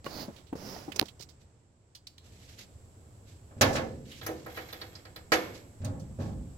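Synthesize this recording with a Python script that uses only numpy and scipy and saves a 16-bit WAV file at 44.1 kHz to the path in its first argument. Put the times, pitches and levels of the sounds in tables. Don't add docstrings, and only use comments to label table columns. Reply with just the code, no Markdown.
import sys
import numpy as np
from scipy import signal
from scipy.fft import rfft, irfft, next_fast_len
from scipy.io import wavfile

SR = 44100
rng = np.random.default_rng(int(sys.argv[2]) if len(sys.argv) > 2 else 0)


def persist_wave(psi):
    counts = np.round(np.clip(psi, -1, 1) * 32767).astype(np.int16)
    wavfile.write(sys.argv[1], SR, np.atleast_2d(counts).T)


N = 289760
TIME = np.arange(N) / SR

# time_s, relative_db
FLOOR = [(0, -1.5), (1.2, -0.5), (1.75, -8), (2.17, -6), (2.28, 0), (6.57, 3)]
# freq_hz, density_db (per Hz)
AIR_COLOUR = [(20, -15), (50, -10.5), (80, 3), (105, -1), (180, -12), (300, -15.5), (520, -18.5),
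              (1000, -28.5), (2000, -40), (6000, -41.5), (16000, -73.5)]
# freq_hz, density_db (per Hz)
HISS_COLOUR = [(1000, -8), (4000, -19), (6700, -14.5), (7300, -5), (7750, -2), (8300, -9), (9200, -23),
               (11000, -18), (16000, -30)]
# freq_hz, left_right_likeness (-1 to 1), left_over_right_db
PORTS = [(100, 0.97, -.5), (306.5, 0.84, -2), (580, .55, -2.5), (1213, -0.14, -3), (2510, 0.12, -4),
         (4560, 0.022, -6.5), (7500, 0, -2), (11300, 0.028, 8), (14000, 0.32, -1)]
# start_s, length_s, level_db
RUB = [(1.39, 0.077, -66.5), (2.225, 0.12, -61.5), (2.3, 0.51, -59.5), (2.475, 0.092, -58.5),
       (2.572, .075, -46), (3.25, .17, -61), (4.04, 0.63, -53.5), (4.46, 0.83, -63), (5.52, 0.12, -52),
       (6.18, 0.19, -56)]
# freq_hz, density_db (per Hz)
RUB_COLOUR = [(300, 8), (1000, -6), (2200, 5.5), (4200, 5.5), (7000, 3), (9000, -12), (12000, -4),
              (16000, -25)]
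# start_s, level_db, pitch_hz
SCUFFS = [(0.06, -36.5, 1750), (0.361, -51, 3770), (0.379, -53.5, 3440), (0.467, -57.5, 3500),
          (0.919, -32.5, 2830), (0.9597, -27, 5900), (1.055, -45, 4930), (1.082, -42.5, 3400),
          (1.194, -46, 4900), (1.207, -39.5, 5070), (1.223, -39.5, 5270), (1.288, -51, 4920)]
# start_s, level_db, pitch_hz, t60_s
TICKS = [(1.949, -43, 4600, 0.098), (2.069, -35, 4580, 0.038), (2.18, -39.5, 3900, 0.024),
         (3.729, -40, 5730, 0.27), (3.758, -37, 6140, 0.11), (4.113, -46, 3200, 0.27),
         (5.846, -34.5, 6900, 0.041), (5.849, -47, 4400, 0.15), (5.996, -54, 5700, 0.14)]
# start_s, length_s, drive_db, fastest_point (share of length), hiss_pitch_hz
STROKES = [(0.041, 0.25, -46.5, 0.68, 4550), (0.273, 0.23, -62, 0.27, 4470), (0.551, 0.41, -49, 0.32, 5200),
           (.94, 0.16, -53.5, 0.23, 5200)]
# freq_hz, density_db (per Hz)
SKIN = [(60, -4), (220, 4.5), (400, 0), (650, -1), (1000, -6.5), (1800, -12.5), (3000, -16.5), (6500, -16),
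        (9000, -36.5), (11000, -17), (12500, -29), (15500, -26.5)]
# start_s, level_db, left_over_right_db
KNOCKS = [(0.0448, -32, -4), (0.9917, -20.5, -28.5), (0.9942, -9.5, -20.5), (0.9965, 4, -31.5),
          (1.0135, -12.5, -21), (1.027, -26.5, -17.5)]
# mode_hz, relative_db, t60_s
CASE = [(600, -19.5, 0.0066), (1993, -15.5, .005), (2887, -2.5, 0.0026), (4170, 6.5, 0.0023),
        (5140, -6.5, 0.0015), (10500, 0.5, 0.00097)]
# start_s, level_db, pitch_hz, t60_s
BUMPS = [(0.064, -28.5, 1113, 0.044), (.064, -28, 546, 0.036), (.28, -26, 220.5, .068),
         (0.5273, -11.5, 266, 0.022), (.553, -15, 211, 0.016), (.763, -30, 713, 0.029),
         (.879, -25.5, 300, 0.069), (.959, -35, 383, 0.044), (1.0146, -10.5, 282, 0.018),
         (1.0256, -10.5, 364, 0.013), (1.2, -30, 340, 0.016)]
# freq_hz, density_db (per Hz)
JUDDER = [(60, -12), (200, 3.5), (850, -6.5), (1300, -18.5), (6000, -42.5)]
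# start_s, push_db, contact_cutoff_hz, clink_db, clink_pitch_hz, zing_db
ROD_BLOWS = [(4.213, -46, 2500, -40, 3700, -56), (4.263, -36, 2500, -33.5, 5900, -32),
             (4.287, -27, 555, -52, 4040, -61), (4.461, -38.5, 1390, -54, 4200, -48.5),
             (4.572, -37.5, 4170, -47, 3970, -46), (4.727, -45.5, 3970, -37, 4200, -40.5),
             (4.814, -43.5, 3540, -34, 4240, -50), (4.952, -54.5, 2980, -38.5, 4900, -65),
             (5.051, -50.5, 3000, -47, 4570, -60), (5.16, -47.5, 4000, -39, 4300, -46),
             (5.3189, -19, 16000, -25, 4500, -35)]
# mode_hz, relative_db, t60_s
ROD_MODES = [(320, -7, 0.38), (484, -8.5, 0.41), (510, -8, 0.53), (709.4, -6.5, 0.29), (1020, -44, 0.9),
             (1292, -2.5, 0.17), (1500, -12, 0.16), (1650, -11, 0.18), (1780, -11.5, 0.36),
             (1905, -7, 0.19), (2186, -17.5, 0.56), (2515, -24, 0.36), (3050, -20, 0.19), (3446, -20, 0.35),
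             (4560, -7, 0.15)]
# freq_hz, density_db (per Hz), t60_s
ROD_WASH = [(60, -21, 1), (195, -8.5, 1), (347, -4, 0.75), (800, 4, 0.19), (860, -5.5, 0.48),
            (1800, 1, 0.13), (2570, -2.5, 0.11), (3140, -6, 0.12), (4350, -8.5, 0.1), (7400, -14, 0.11),
            (9350, -28.5, 0.17), (11900, -19, 0.17), (16200, -42, 0.14)]
# start_s, length_s, drive_db
SLIDE = [(4.21, 0.11, -45.5), (4.47, 0.4, -47), (4.66, 0.64, -57)]
# start_s, push_db, contact_cutoff_hz
HOOD_BLOWS = [(3.508, -52.5, 1200), (3.566, -33, 235), (3.6103, -16.5, 16000), (3.753, -30, 4950),
              (3.766, -29.5, 2900), (4.23, -34.5, 131), (5.803, -27, 122), (5.836, -21.5, 161),
              (5.838, -41.5, 885), (6.187, -25, 286), (6.2, -39, 906)]
# mode_hz, relative_db, t60_s
HOOD_MODES = [(101.3, -9.5, 0.82), (137, -20.5, 2.1), (232.9, -16.5, 0.94), (276.4, -15, 0.57),
              (312.5, -20, 0.87), (407, -15, 0.33), (524, -11.5, 0.71), (535, -18, 0.83),
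              (682, -17.5, 0.55), (753, -11, 0.35), (890, -29, 0.2), (1553, -6, 0.069), (1736, -13.5, 0.49),
              (2150, -19.5, 0.33)]
# freq_hz, density_db (per Hz), t60_s
HOOD_WASH = [(35.2, -11, 1), (80, 2.5, 1), (180, -2.5, 1), (420, -3.5, 0.94), (573, 5, 0.48),
             (1050, -0.5, 0.33), (2060, -2.5, 0.26), (3130, -6, 0.21), (4900, -4, 0.1), (7000, -5, 0.059),
             (8550, -18, 0.062), (11100, -15, 0.1), (16000, -19.5, 0.059)]
# start_s, length_s, drive_db
HINGE = [(3.52, .12, -66), (3.69, 0.14, -28.5), (5.832, 0.21, -41.5), (6.187, 0.23, -43)]
# start_s, length_s, drive_db
FLEX = [(5.8, 0.86, -42), (6.19, 0.44, -38)]
# freq_hz, density_db (per Hz)
FLEX_COLOUR = [(25, -32), (50, 2), (75, 4.5), (110, -1), (170, 1.5), (260, -9), (500, -54), (1500, -90)]

BARN_T60_S, CUTOFF_HZ = 0.58, 16000
ATTACK_S = 0.0008
SCUFF_DB, SCUFF_T60_S, SCUFF_HALVING_DB = -43.5, 0.084, 13.5
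RATTLE_LAG_S, RATTLE_DB, RATTLE_HZ = 0.012, -29, 4500
ZING_HZ, ZING_T60_S, CLINK_T60_S = 12670, 0.059, 0.056


def from_db(db):
    return 10 ** (np.asarray(db) / 20)


def rms_one(x):
    return x / np.sqrt(np.mean(x ** 2) + 1e-20)


def at_hz(rows, hz):
    known, *columns = np.transpose(rows)
    return [np.interp(np.log(hz + 1e-9), np.log(known), c) for c in columns]


def pan(db):
    return rms_one(from_db([[db / 2], [-db / 2]]))


def dying(t, t60):
    return np.exp(-np.log(1000) * t / t60)


def add(out, s, sound):
    start = round(s * SR)
    out[..., start:start + sound.shape[-1]] += sound[..., :N - start]


def soften(x, hz):
    return signal.sosfilt(signal.butter(2, hz, fs=SR, output="sos"), x)


def resonance(x, hz, width_hz):
    r = np.exp(-np.pi * width_hz / SR)
    zeros = np.array([1, 0, -1]) * (1 - r * r) / 2
    poles = [1, -2 * r * np.cos(2 * np.pi * hz / SR), r * r]
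    return signal.lfilter(zeros, poles, x)


def double_resonance(x, hz, width_hz):
    return rms_one(resonance(resonance(x, hz, width_hz), hz, width_hz))


def diffuse(colour, size):
    padded = next_fast_len(size, True)
    hz = np.fft.rfftfreq(padded, 1 / SR)
    alike, lean_db = at_hz(PORTS, hz)
    mid, side = rfft(rng.standard_normal((2, padded)))
    both = np.sqrt(1 + alike) * mid + np.sqrt(1 - alike) * side * [[1], [-1]]
    port_db = at_hz(colour, hz)[0] + np.array([lean_db, -lean_db]) / 2
    return rms_one(irfft(both * from_db(port_db), padded)[:, :size])


def many_modes(colour, size, spacing, clarity, melt_hz):
    mode_hz = 850 * np.exp(spacing * (np.arange(1000) + 3 * rng.random(1000)))
    bins = np.round(mode_hz[mode_hz < CUTOFF_HZ] * size / SR).astype(int)
    hz = np.fft.rfftfreq(size, 1 / SR)
    clear = clarity * (hz >= mode_hz.min()) / (1 + (hz / melt_hz) ** 2)
    power = 1 - clear
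    power[bins] += (clear * hz * spacing * size / SR)[bins]
    return rms_one(irfft(rfft(diffuse(colour, size=size)) * np.sqrt(power), size))


def metal(modes, wash, hold_s, barn_db, spacing, clarity):
    t = TIME[:2 * SR]
    crowd = rfft(many_modes(wash, size=len(t), spacing=spacing, clarity=clarity, melt_hz=8100))
    hz = np.fft.rfftfreq(len(t), 1 / SR)
    late = np.maximum(t - hold_s, 0)
    out = from_db(barn_db) * diffuse(wash, size=len(t)) * dying(t, BARN_T60_S)
    for (_, _, t60), own in zip(wash, np.eye(len(wash))):
        share = np.interp(np.log(hz + 1), np.log([row[0] for row in wash]), own)
        out += irfft(crowd * share) * dying(late, t60)
    for mode_hz, db, t60 in modes:
        alike, lean_db = at_hz(PORTS, mode_hz)
        apart = np.arccos(alike) / 2 * np.array([[1], [-1]])
        ring = np.sin(2 * np.pi * mode_hz * t + apart) * dying(t, t60)
        out += from_db(db) * pan(lean_db) * ring
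    return out / out[:, :SR // 40].std() * (1 - np.exp(-t / ATTACK_S))


def force(blows):
    out = np.zeros(N)
    for s, db, contact_hz in blows:
        add(out, s, from_db(db) * soften(signal.unit_impulse(SR // 10), contact_hz))
    return out


def played(body, push):
    return signal.fftconvolve(body, push[None])[:, :N]


def slips(per_s, spread_db):
    sizes = from_db(spread_db * rng.standard_normal(N)) * rng.choice([-1, 1], N)
    return rms_one(sizes * (rng.random(N) < per_s / SR))


def chatter(rows, skirt_db, barn_db, rise_s, spacing):
    out, t = np.zeros((2, N)), TIME[:SR // 2]
    for s, db, hz, t60, lean_db in rows:
        hump = [(hz / 8, 2 * skirt_db), (hz / 2, skirt_db), (hz, 0), (hz * 2, 1.5 * skirt_db), (hz * 4, 2 * skirt_db)]
        cluster = many_modes(hump, size=len(t), spacing=spacing, clarity=0.96, melt_hz=11960)
        cluster = np.array([rms_one(side) for side in cluster])
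        decay = np.hypot(dying(t, t60), from_db(barn_db) * dying(t, BARN_T60_S / 2))
        shape = decay * (1 - np.exp(-t / rise_s))
        add(out, s, from_db(db) * pan(lean_db) * cluster * shape)
    return out


def gesture(start, length, db, peak_share, onset_db, taper, ease_s):
    along = (TIME - start) / length
    rise = np.clip(1 - along / peak_share, 0, 1)
    fall = np.maximum((along - peak_share) / (1 - peak_share), 0)
    ease = np.clip((TIME - start) / ease_s, 0, 1)
    return ease * from_db(db + onset_db * rise - 20 * np.minimum(fall ** taper, 10))


def gestures(rows, peak_share, onset_db, taper, ease_s):
    return sum(gesture(*row, peak_share, onset_db, taper, ease_s) for row in rows)


def background(air_db=-54.5, hiss_db=-66.5, muffle_hz=8500):
    floor = from_db(np.interp(TIME, *np.transpose(FLOOR), left=-200, right=-200))
    hiss = diffuse(HISS_COLOUR, size=N)
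    open_share = np.minimum(floor, 1) ** 4
    hiss = np.sqrt(open_share) * hiss + np.sqrt(1 - open_share) * soften(hiss, muffle_hz)
    air = diffuse(AIR_COLOUR, size=N)
    return floor * (from_db(air_db) * air + from_db(hiss_db) * hiss)


def rubbing(uneven_db=2.0, catch_hz=45):
    catching = from_db(uneven_db * rms_one(soften(rng.standard_normal(N), catch_hz)))
    movement = gestures(RUB, peak_share=0.28, onset_db=-6.5, taper=1.46, ease_s=0.025)
    return movement * catching * diffuse(RUB_COLOUR, size=N)


def ticks(scuff_lean_db=-21, tick_lean_db=-4):
    scuffs = []
    for s, db, hz in SCUFFS:
        t60 = SCUFF_T60_S * 0.5 ** ((db - SCUFF_DB) / SCUFF_HALVING_DB)
        scuffs.append((s, db, hz, t60, scuff_lean_db))
    clicks = [(*tick, tick_lean_db) for tick in TICKS]
    return (chatter(scuffs, skirt_db=-9.0, barn_db=-37.5, rise_s=0.0014, spacing=0.0045)
            + chatter(clicks, skirt_db=-11.5, barn_db=-21.5, rise_s=0.002, spacing=0.022))


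def fingers(skin_db=5.5, hiss_db=1.0, hiss_width_hz=1200, sheen_db=-9, sheen_hz=14800, sheen_width_hz=2500,
            brisk_db=-48):
    out = np.zeros((2, N))
    skin = from_db(skin_db) * diffuse(SKIN, size=N) * pan(db=-3)
    grit = slips(per_s=7100, spread_db=4.5)
    sheen = from_db(sheen_db) * double_resonance(grit, sheen_hz, sheen_width_hz)
    for *stroke, hz in STROKES:
        speed = gesture(*stroke, onset_db=-7, taper=2.1, ease_s=0.0037)
        hiss = from_db(hiss_db) * double_resonance(grit, hz, hiss_width_hz)
        bright = speed / from_db(brisk_db)
        out += speed * (bright * (hiss + sheen) * pan(db=-14) + skin)
    return out


def phone(buzz_db=-13, linger=2.2, rock_lean_db=5, overtone=2.6, overtone_db=-10, overtone_lean_db=-13):
    out, t = np.zeros((2, N)), TIME[:SR // 5]
    case = sum(from_db(db) * np.sin(2 * np.pi * hz * t) * dying(t, t60) for hz, db, t60 in CASE)
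    case /= np.abs(case).max()
    for s, db, lean_db in KNOCKS:
        add(out, s, from_db(db) * pan(lean_db) * case)
    for s, db, hz, t60 in BUMPS:
        swell = 1 - np.exp(-t * hz)
        rock = pan(rock_lean_db) * np.sin(2 * np.pi * hz * t)
        twist = from_db(overtone_db) * pan(overtone_lean_db) * np.sin(2 * np.pi * overtone * hz * t)
        judder = from_db(buzz_db) * diffuse(JUDDER, size=len(t)) * dying(t, linger * t60)
        add(out, s, from_db(db) * swell * ((rock + twist) * dying(t, t60) + judder))
    return out


def sliding():
    return gestures(SLIDE, peak_share=0.22, onset_db=-7, taper=1.1, ease_s=0.018)


def rod_tip(clink_lean_db=-6, zing_lean_db=7, sizzle_db=-13, sizzle_width_hz=2500):
    clinks = [(s, db, hz, CLINK_T60_S, clink_lean_db) for s, _, _, db, hz, _ in ROD_BLOWS]
    zings = [(s, db, ZING_HZ, ZING_T60_S, zing_lean_db) for s, *_, db in ROD_BLOWS]
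    grit = double_resonance(slips(per_s=1500, spread_db=5), ZING_HZ, sizzle_width_hz)
    sizzle = from_db(sizzle_db) * sliding() * pan(zing_lean_db) * grit
    return chatter(clinks + zings, skirt_db=-25, barn_db=-17, rise_s=0.002, spacing=0.037) + sizzle


def rod(scrape_bright_hz=2500, ping_hz=12460, ping_db=-26, ping_t60_s=0.73):
    modes = ROD_MODES + [(ping_hz, ping_db, ping_t60_s)]
    body = metal(modes, ROD_WASH, hold_s=0.019, barn_db=-11.0, spacing=0.03, clarity=0.59)
    gripped = metal([], ROD_WASH, hold_s=0.0025, barn_db=-43, spacing=0.04, clarity=0.71)
    jerks = slips(per_s=190, spread_db=4.0)
    jerks = rms_one(jerks - 0.5 * soften(jerks, scrape_bright_hz))
    scrape = sliding() * jerks / np.sqrt(np.sum(gripped ** 2) / 2)
    knocks = force([row[:3] for row in ROD_BLOWS])
    return played(body, knocks) + played(gripped, scrape)


def hood(hinge_cut_hz=800, flex_db=-2):
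    body = metal(HOOD_MODES, HOOD_WASH, hold_s=0.011, barn_db=-15, spacing=0.02, clarity=0.35)
    jerks = rms_one(soften(slips(per_s=540, spread_db=4), hinge_cut_hz))
    drag = gestures(HINGE, peak_share=0.17, onset_db=-9, taper=1.28, ease_s=0.005) * jerks
    drag /= np.sqrt(np.sum(body ** 2) / 2 * SR / hinge_cut_hz / 4)
    wobble = gestures(FLEX, peak_share=0.26, onset_db=-3.5, taper=1.65, ease_s=0.012)
    flex = from_db(flex_db) * wobble * diffuse(FLEX_COLOUR, size=N)
    rattle = [(s + RATTLE_LAG_S, db + RATTLE_DB, RATTLE_HZ) for s, db, _ in HOOD_BLOWS]
    return played(body, force(HOOD_BLOWS) + force(rattle) + drag) + flex


def scene():
    return background() + rubbing() + ticks() + fingers() + phone() + rod_tip() + rod() + hood()


def record(dry):
    low_pass = signal.ellip(10, 0.1, 80, CUTOFF_HZ, fs=SR, output="sos")
    return signal.sosfilt(low_pass, np.clip(dry, -1, 1))


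dry = scene()
out = record(dry)
persist_wave(out)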